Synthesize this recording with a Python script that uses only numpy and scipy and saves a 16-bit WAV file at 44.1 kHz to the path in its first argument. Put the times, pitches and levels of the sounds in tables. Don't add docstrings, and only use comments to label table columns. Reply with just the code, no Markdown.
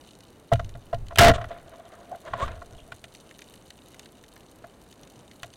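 import sys
import numpy as np
from scipy import signal
from scipy.fft import rfft, irfft
from scipy.io import wavfile
from scipy.ndimage import uniform_filter1d

SR = 44100
rng = np.random.default_rng(int(sys.argv[2]) if len(sys.argv) > 2 else 0)


def generate_wav(signal):
    frames = np.transpose(np.atleast_2d(signal))
    scaled = np.clip(frames, -1, 1) * 32767
    pcm = np.round(scaled).astype(np.int16)
    wavfile.write(sys.argv[1], SR, pcm)


N = 245195
T = np.arange(N) / SR
RING_T = T[:SR // 4]


def undb(db):
    return 10 ** (np.asarray(db) / 20)


def unit(x):
    return x / np.sqrt(np.mean(x ** 2) + 1e-18)


def add(track, start_s, sound):
    start = int(start_s * SR)
    track[start:start + len(sound)] += sound[:N - start]


def colour(x, points, size=4096):
    hz, db = np.transpose(points)
    grid_hz = np.maximum(np.fft.rfftfreq(size, 1 / SR), 1)
    gain = undb(np.interp(np.log(grid_hz), np.log(hz), db))
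    cepstrum = irfft(np.log(gain))
    cepstrum[1:size // 2] *= 2
    cepstrum[size // 2 + 1:] = 0
    return signal.fftconvolve(x, irfft(np.exp(rfft(cepstrum))))[:len(x)]


def resonate(x, hz, width_hz):
    return signal.lfilter(*signal.iirpeak(min(hz, SR / 2 - 1), hz / width_hz, fs=SR), x)


def body(x, modes):
    return sum(undb(db) * resonate(x, hz, width) for hz, width, db in modes)


def ring(modes, rise_s):
    hz, db, t60_s = np.transpose(modes)[:, :, None]
    decays = undb(-60 * RING_T / t60_s)
    tones = undb(db) * decays * np.sin(2 * np.pi * hz * RING_T)
    onset = 1 - np.exp(-(RING_T / rise_s) ** 2)
    return tones.sum(axis=0) * onset / np.max(onset * decays[0])


def fade(t60_s, rise_s):
    onset = 1 - np.exp(-(RING_T / rise_s) ** 2)
    envelope = onset * undb(-60 * RING_T / max(t60_s, 1e-3))
    return envelope / envelope.max()


def swell(peak_s, rise_s, fall_s, hold_s=0):
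    before = np.maximum(peak_s - T, 0) / max(rise_s, 1e-3)
    after = np.maximum(T - peak_s - hold_s, 0) / max(fall_s, 1e-3)
    return undb(-20 * (before + after))


def walk(rate_hz):
    step = int(SR / rate_hz)
    return uniform_filter1d(np.repeat(rng.standard_normal(N // step + 1), step), step)[:N]


def grains(per_s, spread_db):
    sizes = undb(spread_db * np.minimum(rng.exponential(size=N), 3))
    return (rng.random(N) < per_s / SR) * rng.choice([-1, 1], N) * sizes


# freq_hz, gain_db
HISS_COLOUR = [(15, -14.5), (25, -0.5), (114, 2), (326, 1), (641, -3.5), (1700, -15.5), (2610, -20),
               (2910, -21), (3250, -24), (4030, -22.5), (5280, -29), (6050, -26.5), (8590, -31),
               (12900, -31.5), (16000, -38)]


def hiss(level_db=-53.5):
    return unit(colour(rng.standard_normal(N), HISS_COLOUR)) * undb(level_db + 1.2 * walk(13))


# freq_hz, gain_db
HOUSING_COLOUR = [(500, -6), (1800, -19), (3000, -3), (4100, 5.5), (5000, -5), (6300, -5.5), (7700, -6.5),
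                  (9000, -9), (12000, -20), (16000, -15.5)]
# pitch_hz, width_hz, gain_db
WALL_MODES = [(3010, 220, 8), (3700, 200, 3), (6020, 530, -3), (6730, 120, -9.5), (8460, 430, -7.5),
              (10450, 620, -12.5)]


def housing(x, wall_db=3):
    return colour(x, HOUSING_COLOUR) + undb(wall_db) * body(x, WALL_MODES)


def collapses(impulses, t60_s):
    power = np.abs(signal.oaconvolve(impulses ** 2, fade(t60_s, .00044) ** 2)[:N])
    return np.sqrt(power) * rng.standard_normal(N)


# centre_hz, width_hz, level_db
REEF_TICKS = [(3500, 3700, -5.5), (6600, 4400, -6.5), (12700, 4900, -6)]
# time_s, gain_db
REEF_GAIN = [(0.0, -59), (0.35, -65.5), (1.1, -67), (2.5, -62), (3.5, -59.7), (4.6, -64.5), (5.56, -61.5)]


def distant_shrimp(crackle_db=-5, fizz_db=-9, spread_db=5.5, ticks_per_s=26):
    crackle = collapses(grains(per_s=290, spread_db=spread_db), t60_s=.015)
    out = undb(crackle_db) * unit(housing(crackle))
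    for hz, width, db in REEF_TICKS:
        impulses = (rng.random(N) < ticks_per_s / SR) * undb(spread_db * rng.uniform(-1, 1, N))
        ticks = housing(collapses(impulses, t60_s=.01))
        out += undb(db) * unit(resonate(ticks, hz, width))
    fizz = unit(resonate(grains(per_s=3000, spread_db=spread_db), 8860, 1600))
    return (out + undb(fizz_db) * fizz) * undb(np.interp(T, *np.transpose(REEF_GAIN)))


# start_s, click_db, knock_db
CLOSE_SNAPS = [(0.2056, -39, -63), (0.6454, -36.5, -56), (0.6924, -38, -58), (1.0672, -41, -59),
               (1.0839, -37, -56), (3.149, -31, -54.5), (3.3106, -38, -50), (3.3903, -35, -47.5),
               (3.4191, -35, -48), (3.5391, -36.5, -57), (3.7047, -33.5, -51), (3.9438, -39, -50.5),
               (3.9942, -27, -49.5), (4.058, -38.5, -52.5), (4.2385, -41, -54), (4.363, -45, -49.5),
               (4.9264, -37.5, -58), (5.0325, -38, -60), (5.0739, -40, -60), (5.3127, -39, -50),
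               (5.5371, -36, -61)]


def close_shrimp(click_trim_db=-6.2, knock_trim_db=2, echo_share=.037):
    click_shape = fade(.013, .00047) + echo_share * fade(.06, .0043)
    click_gain, knock_gain = np.zeros((2, N))
    for start_s, click_db, knock_db in CLOSE_SNAPS:
        add(click_gain, start_s, undb(click_db + click_trim_db) * click_shape)
        add(knock_gain, start_s, undb(knock_db + knock_trim_db) * fade(.032, .00077))
    click = unit(resonate(housing(rng.standard_normal(N)), 5000, 9400))
    knock = unit(resonate(rng.standard_normal(N), 1930, 480))
    return click_gain * click + knock_gain * knock


# pitch_hz, level_db, t60_s
BARREL_MODES = [(682.7, 0.5, 0.062), (649.2, -3, 0.056), (744, -7, 0.032), (462.6, -13.5, 0.049),
                (561.7, -10, 0.048), (1035.5, -21.5, 0.059), (1403, -27.5, 0.083), (1870, -37.5, 0.084)]
# pitch_hz, level_db, t60_s
SWAY_MODES = [(117, 2, 0.18), (84, -2, 0.14), (46.14, -1.5, 0.15), (180.6, -14.5, 0.1),
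              (256.5, -14.5, 0.102)]
# pitch_hz, width_hz, gain_db
FITTING_MODES = [(835, 82, -1), (1087, 130, -1), (1387, 140, 0), (1640, 153, -8), (1886, 106, -1),
                 (2377, 113, -7.5), (2880, 380, -7), (3410, 170, -12)]


def blows(rows, width_share, t60_s, sway_db=-14):
    out, tick_gain = np.zeros((2, N))
    for start_s, level_db, ring_db, hardness in rows:
        contact_s = .0115 * (.0013 / .0115) ** hardness
        clack_hz = 900 * (2500 / 900) ** hardness
        tick_db = np.interp(hardness, (0, 1), (-35.5, 1))
        clack = resonate(rng.standard_normal(len(RING_T)), clack_hz, width_share * clack_hz)
        rattle = unit(body(clack, FITTING_MODES))
        add(out, start_s, undb(ring_db) * ring(BARREL_MODES, contact_s))
        add(out, start_s, undb(level_db + sway_db) * ring(SWAY_MODES, contact_s))
        add(out, start_s, undb(level_db) * rattle * fade(t60_s, .74 * contact_s))
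        add(tick_gain, start_s, undb(level_db + tick_db) * fade(.6 * t60_s, .5 * contact_s))
    return out + tick_gain * unit(housing(rng.standard_normal(N)))


# start_s, level_db, ring_db, hardness (0 to 1)
GUN_KNOCKS = [(0.516, -29.5, -10.5, .12), (0.525, -27, -21.5, 0.48), (0.534, -29, -19.5, .98),
              (0.555, -35, -50, .62), (0.5925, -28, -28, .3), (0.749, -47, -39.5, 0.26),
              (0.928, -33, -19, .25), (0.944, -42, -42, 0.99), (1.106, -43, -40, .25),
              (1.118, -42.5, -34.5, 0.15), (1.1575, -28, -38, 0.93), (1.174, -31, -27, 0.94),
              (1.244, -11, -12, .98), (1.282, -14, -10, .95), (1.313, -24, -18, .62),
              (1.335, -31.5, -26, 0.43), (1.379, -37, -29, .3), (1.412, -33, -35, .45),
              (1.440, -35.5, -38, .42), (1.504, -47, -34, .02), (2.113, -54, -33, .1),
              (2.145, -48, -35.5, 0.27), (2.332, -27.5, -29, 0.1), (2.419, -38, -35, .05),
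              (2.477, -30.5, -38, .35), (2.615, -42.5, -38, 0.08), (2.919, -32.5, -43, .58),
              (3.040, -38.5, -44.5, 0.9), (4.640, -44, -38, .4), (5.431, -31.5, -44.5, 0.89),
              (5.441, -44, -40, .7)]


def knocks():
    return blows(GUN_KNOCKS, width_share=.45, t60_s=.031)


# start_s, sway_db, eddy_db, fall_s
GUN_JOLTS = [(0.524, -15.5, -26, .24), (0.749, -38, -49, 0.1), (0.935, -40, -29, 0.25),
             (1.195, -1, 3, .045), (1.248, -6, -2, .055), (1.279, -22, -29, 0.26), (2.31, -53, -43, .3),
             (2.43, -46, -32.5, .22), (2.73, -58, -47, .26)]
# freq_hz, gain_db
EDDY_COLOUR = [(15, 2.5), (30, 0.5), (55, -1.5), (100, -1), (150, -13.5), (250, -26), (600, -64.5)]
JOLT_CONTACT_S = .0031


def jolts(eddy_rise_s=.007):
    sway, eddy_gain = np.zeros((2, N))
    for start_s, sway_db, eddy_db, fall_s in GUN_JOLTS:
        add(sway, start_s, undb(sway_db) * ring(SWAY_MODES, JOLT_CONTACT_S))
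        eddy_gain += undb(eddy_db) * swell(start_s, eddy_rise_s, fall_s)
    return sway + eddy_gain * unit(colour(rng.standard_normal(N), EDDY_COLOUR))


# pitch_hz, level_db, t60_s
BOOM_MODES = [(227, 0, .09), (275, -2, .08), (183, -6, .08), (340, -10, .05), (456, -5, .08),
              (500, -6, .08)]
RELEASE_S, RELEASE_DB, RELEASE_RING_DB, RELEASE_HARDNESS = 1.1845, 11, -4, .66
CHATTER_S, CHATTER_DB, CHATTER_RING_DB, CHATTER_HARDNESS = 1.206, -1.5, 6, .6


def shot(count=8, length_s=.086, scatter_s=.002, fall_db_per_s=115, boom_db=-9.5):
    release = [(RELEASE_S, RELEASE_DB, RELEASE_RING_DB, RELEASE_HARDNESS)]
    delays_s = np.linspace(0, length_s, count) + scatter_s * rng.uniform(-1, 1, count)
    chatter = [(CHATTER_S + delay, CHATTER_DB - drop, CHATTER_RING_DB - drop, CHATTER_HARDNESS)
               for delay, drop in zip(delays_s, fall_db_per_s * delays_s)]
    out = blows(release, width_share=1, t60_s=.046) + blows(chatter, width_share=.7, t60_s=.05)
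    for start_s, _, ring_db, _ in release + chatter:
        add(out, start_s, undb(ring_db + boom_db) * ring(BOOM_MODES, JOLT_CONTACT_S))
    return out


# peak_s, level_db, rise_s, fall_s
RUB_STROKES = [(1.345, -36.5, -0.0151, .135), (1.515, -44.5, .09, 0.23), (1.74, -55.5, .5, .5),
               (1.95, -48, 0.25, .3), (2.28, -40, .07, .24), (2.43, -31.5, 0.1349, .11),
               (2.515, -42, 0.03, 0.08), (2.69, -56, -0.1, .25)]


def rub_effort(reference_db=-42):
    strokes = [undb(db - reference_db) * swell(peak_s, rise_s, fall_s)
               for peak_s, db, rise_s, fall_s in RUB_STROKES]
    return np.max(strokes, axis=0)


# freq_hz, gain_db
SCRAPE_COLOUR = [(200, 1.5), (500, 0.5), (1100, 4.5), (1700, 0), (2400, -11), (3600, -10.5), (5000, -27.5),
                 (9000, -55), (15000, -42)]
# freq_hz, gain_db
SWISH_COLOUR = [(1500, -1), (3500, 11.5), (5000, -5), (6800, 0), (9000, -6), (11000, -24), (16000, -33)]


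def rubbing(effort, jerk_db=4.3, barrel_db=-43, scrape_db=-44, swish_db=-62, whip_db=-40):
    slips = grains(per_s=2500, spread_db=4.5) * undb(jerk_db * walk(55))
    barrel = undb(barrel_db) * unit(signal.fftconvolve(slips, ring(BARREL_MODES, rise_s=.0013))[:N])
    scrape = undb(scrape_db) * unit(colour(slips, SCRAPE_COLOUR))
    swish = unit(colour(rng.standard_normal(N), SWISH_COLOUR))
    whip_gain = undb(whip_db) * swell(peak_s=1.339, rise_s=.0075, fall_s=.0075, hold_s=.022)
    swish_gain = undb(swish_db) * effort ** 1.9 + whip_gain
    return barrel * effort ** .69 + scrape * effort + swish * swish_gain


def bubbles(effort, gain_db=-40, lowest_hz=950, t60_cycles=45, glide_per_s=6, count=115):
    first_s, last_s = RUB_STROKES[0][0], RUB_STROKES[-1][0]
    out = np.zeros(N)
    for when, pitch, strength in rng.random((count, 3)):
        hz = lowest_hz * 3.5 ** pitch
        chirp = np.sin(2 * np.pi * hz * (RING_T + glide_per_s * RING_T ** 2 / 2))
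        envelope = strength * (lowest_hz / hz) ** .5 * fade(t60_cycles / hz, .0011)
        add(out, first_s + when * (last_s - first_s), chirp * envelope)
    return undb(gain_db) * out * effort


# pitch_hz, level_db, t60_s
BAND_MODES = [(110.4, -34, 0.32), (75, -39, 0.36)]


def band_wobble(start_s=1.36):
    out = np.zeros(N)
    add(out, start_s, ring(BAND_MODES, rise_s=.045))
    return out


# peak_s, level_db, rise_s, fall_s, pitch_hz, glide_octaves_per_s, jitter_share, subtone_db
BARREL_SQUEAKS = [(2.123, -32, .015, .04, 725, 3, .03, -30),
                  (2.390, -37, 0.03, 0.0452, 990, -1, 0.042, -9.5),
                  (2.428, -15, .014, 0.0172, 1090, 8, 0.031, -11.5),
                  (2.783, -52, 0, 0.07, 2860, 6.5, 0.11, -22)]


def squeaks(overtone_db=-22, rough_db=3.5, glide_s=.04):
    out = np.zeros(N)
    for peak_s, db, rise_s, fall_s, hz, glide, jitter, subtone_db in BARREL_SQUEAKS:
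        octaves = glide * glide_s * np.tanh((T - peak_s) / glide_s)
        slip_hz = hz * 2 ** octaves * (1 + jitter * walk(400))
        phase = 2 * np.pi * np.cumsum(slip_hz) / SR
        tone = np.sin(phase) + undb(subtone_db) * np.sin(phase / 2)
        tone += undb(overtone_db) * np.sin(2 * phase)
        out += tone * undb(db + rough_db * walk(250)) * swell(peak_s, rise_s, fall_s)
    return out


def scene():
    ambience = hiss() + distant_shrimp() + close_shrimp()
    effort = rub_effort()
    gun = knocks() + jolts() + shot() + rubbing(effort) + bubbles(effort) + band_wobble() + squeaks()
    return (ambience + gun)[None]


def record(dry, ceiling=.33, top_hz=16200):
    lowpass = signal.ellip(8, .2, 70, top_hz, fs=SR, output="sos")
    return signal.sosfilt(lowpass, np.clip(dry, -ceiling, ceiling))


dry = scene()
out = record(dry)
generate_wav(out)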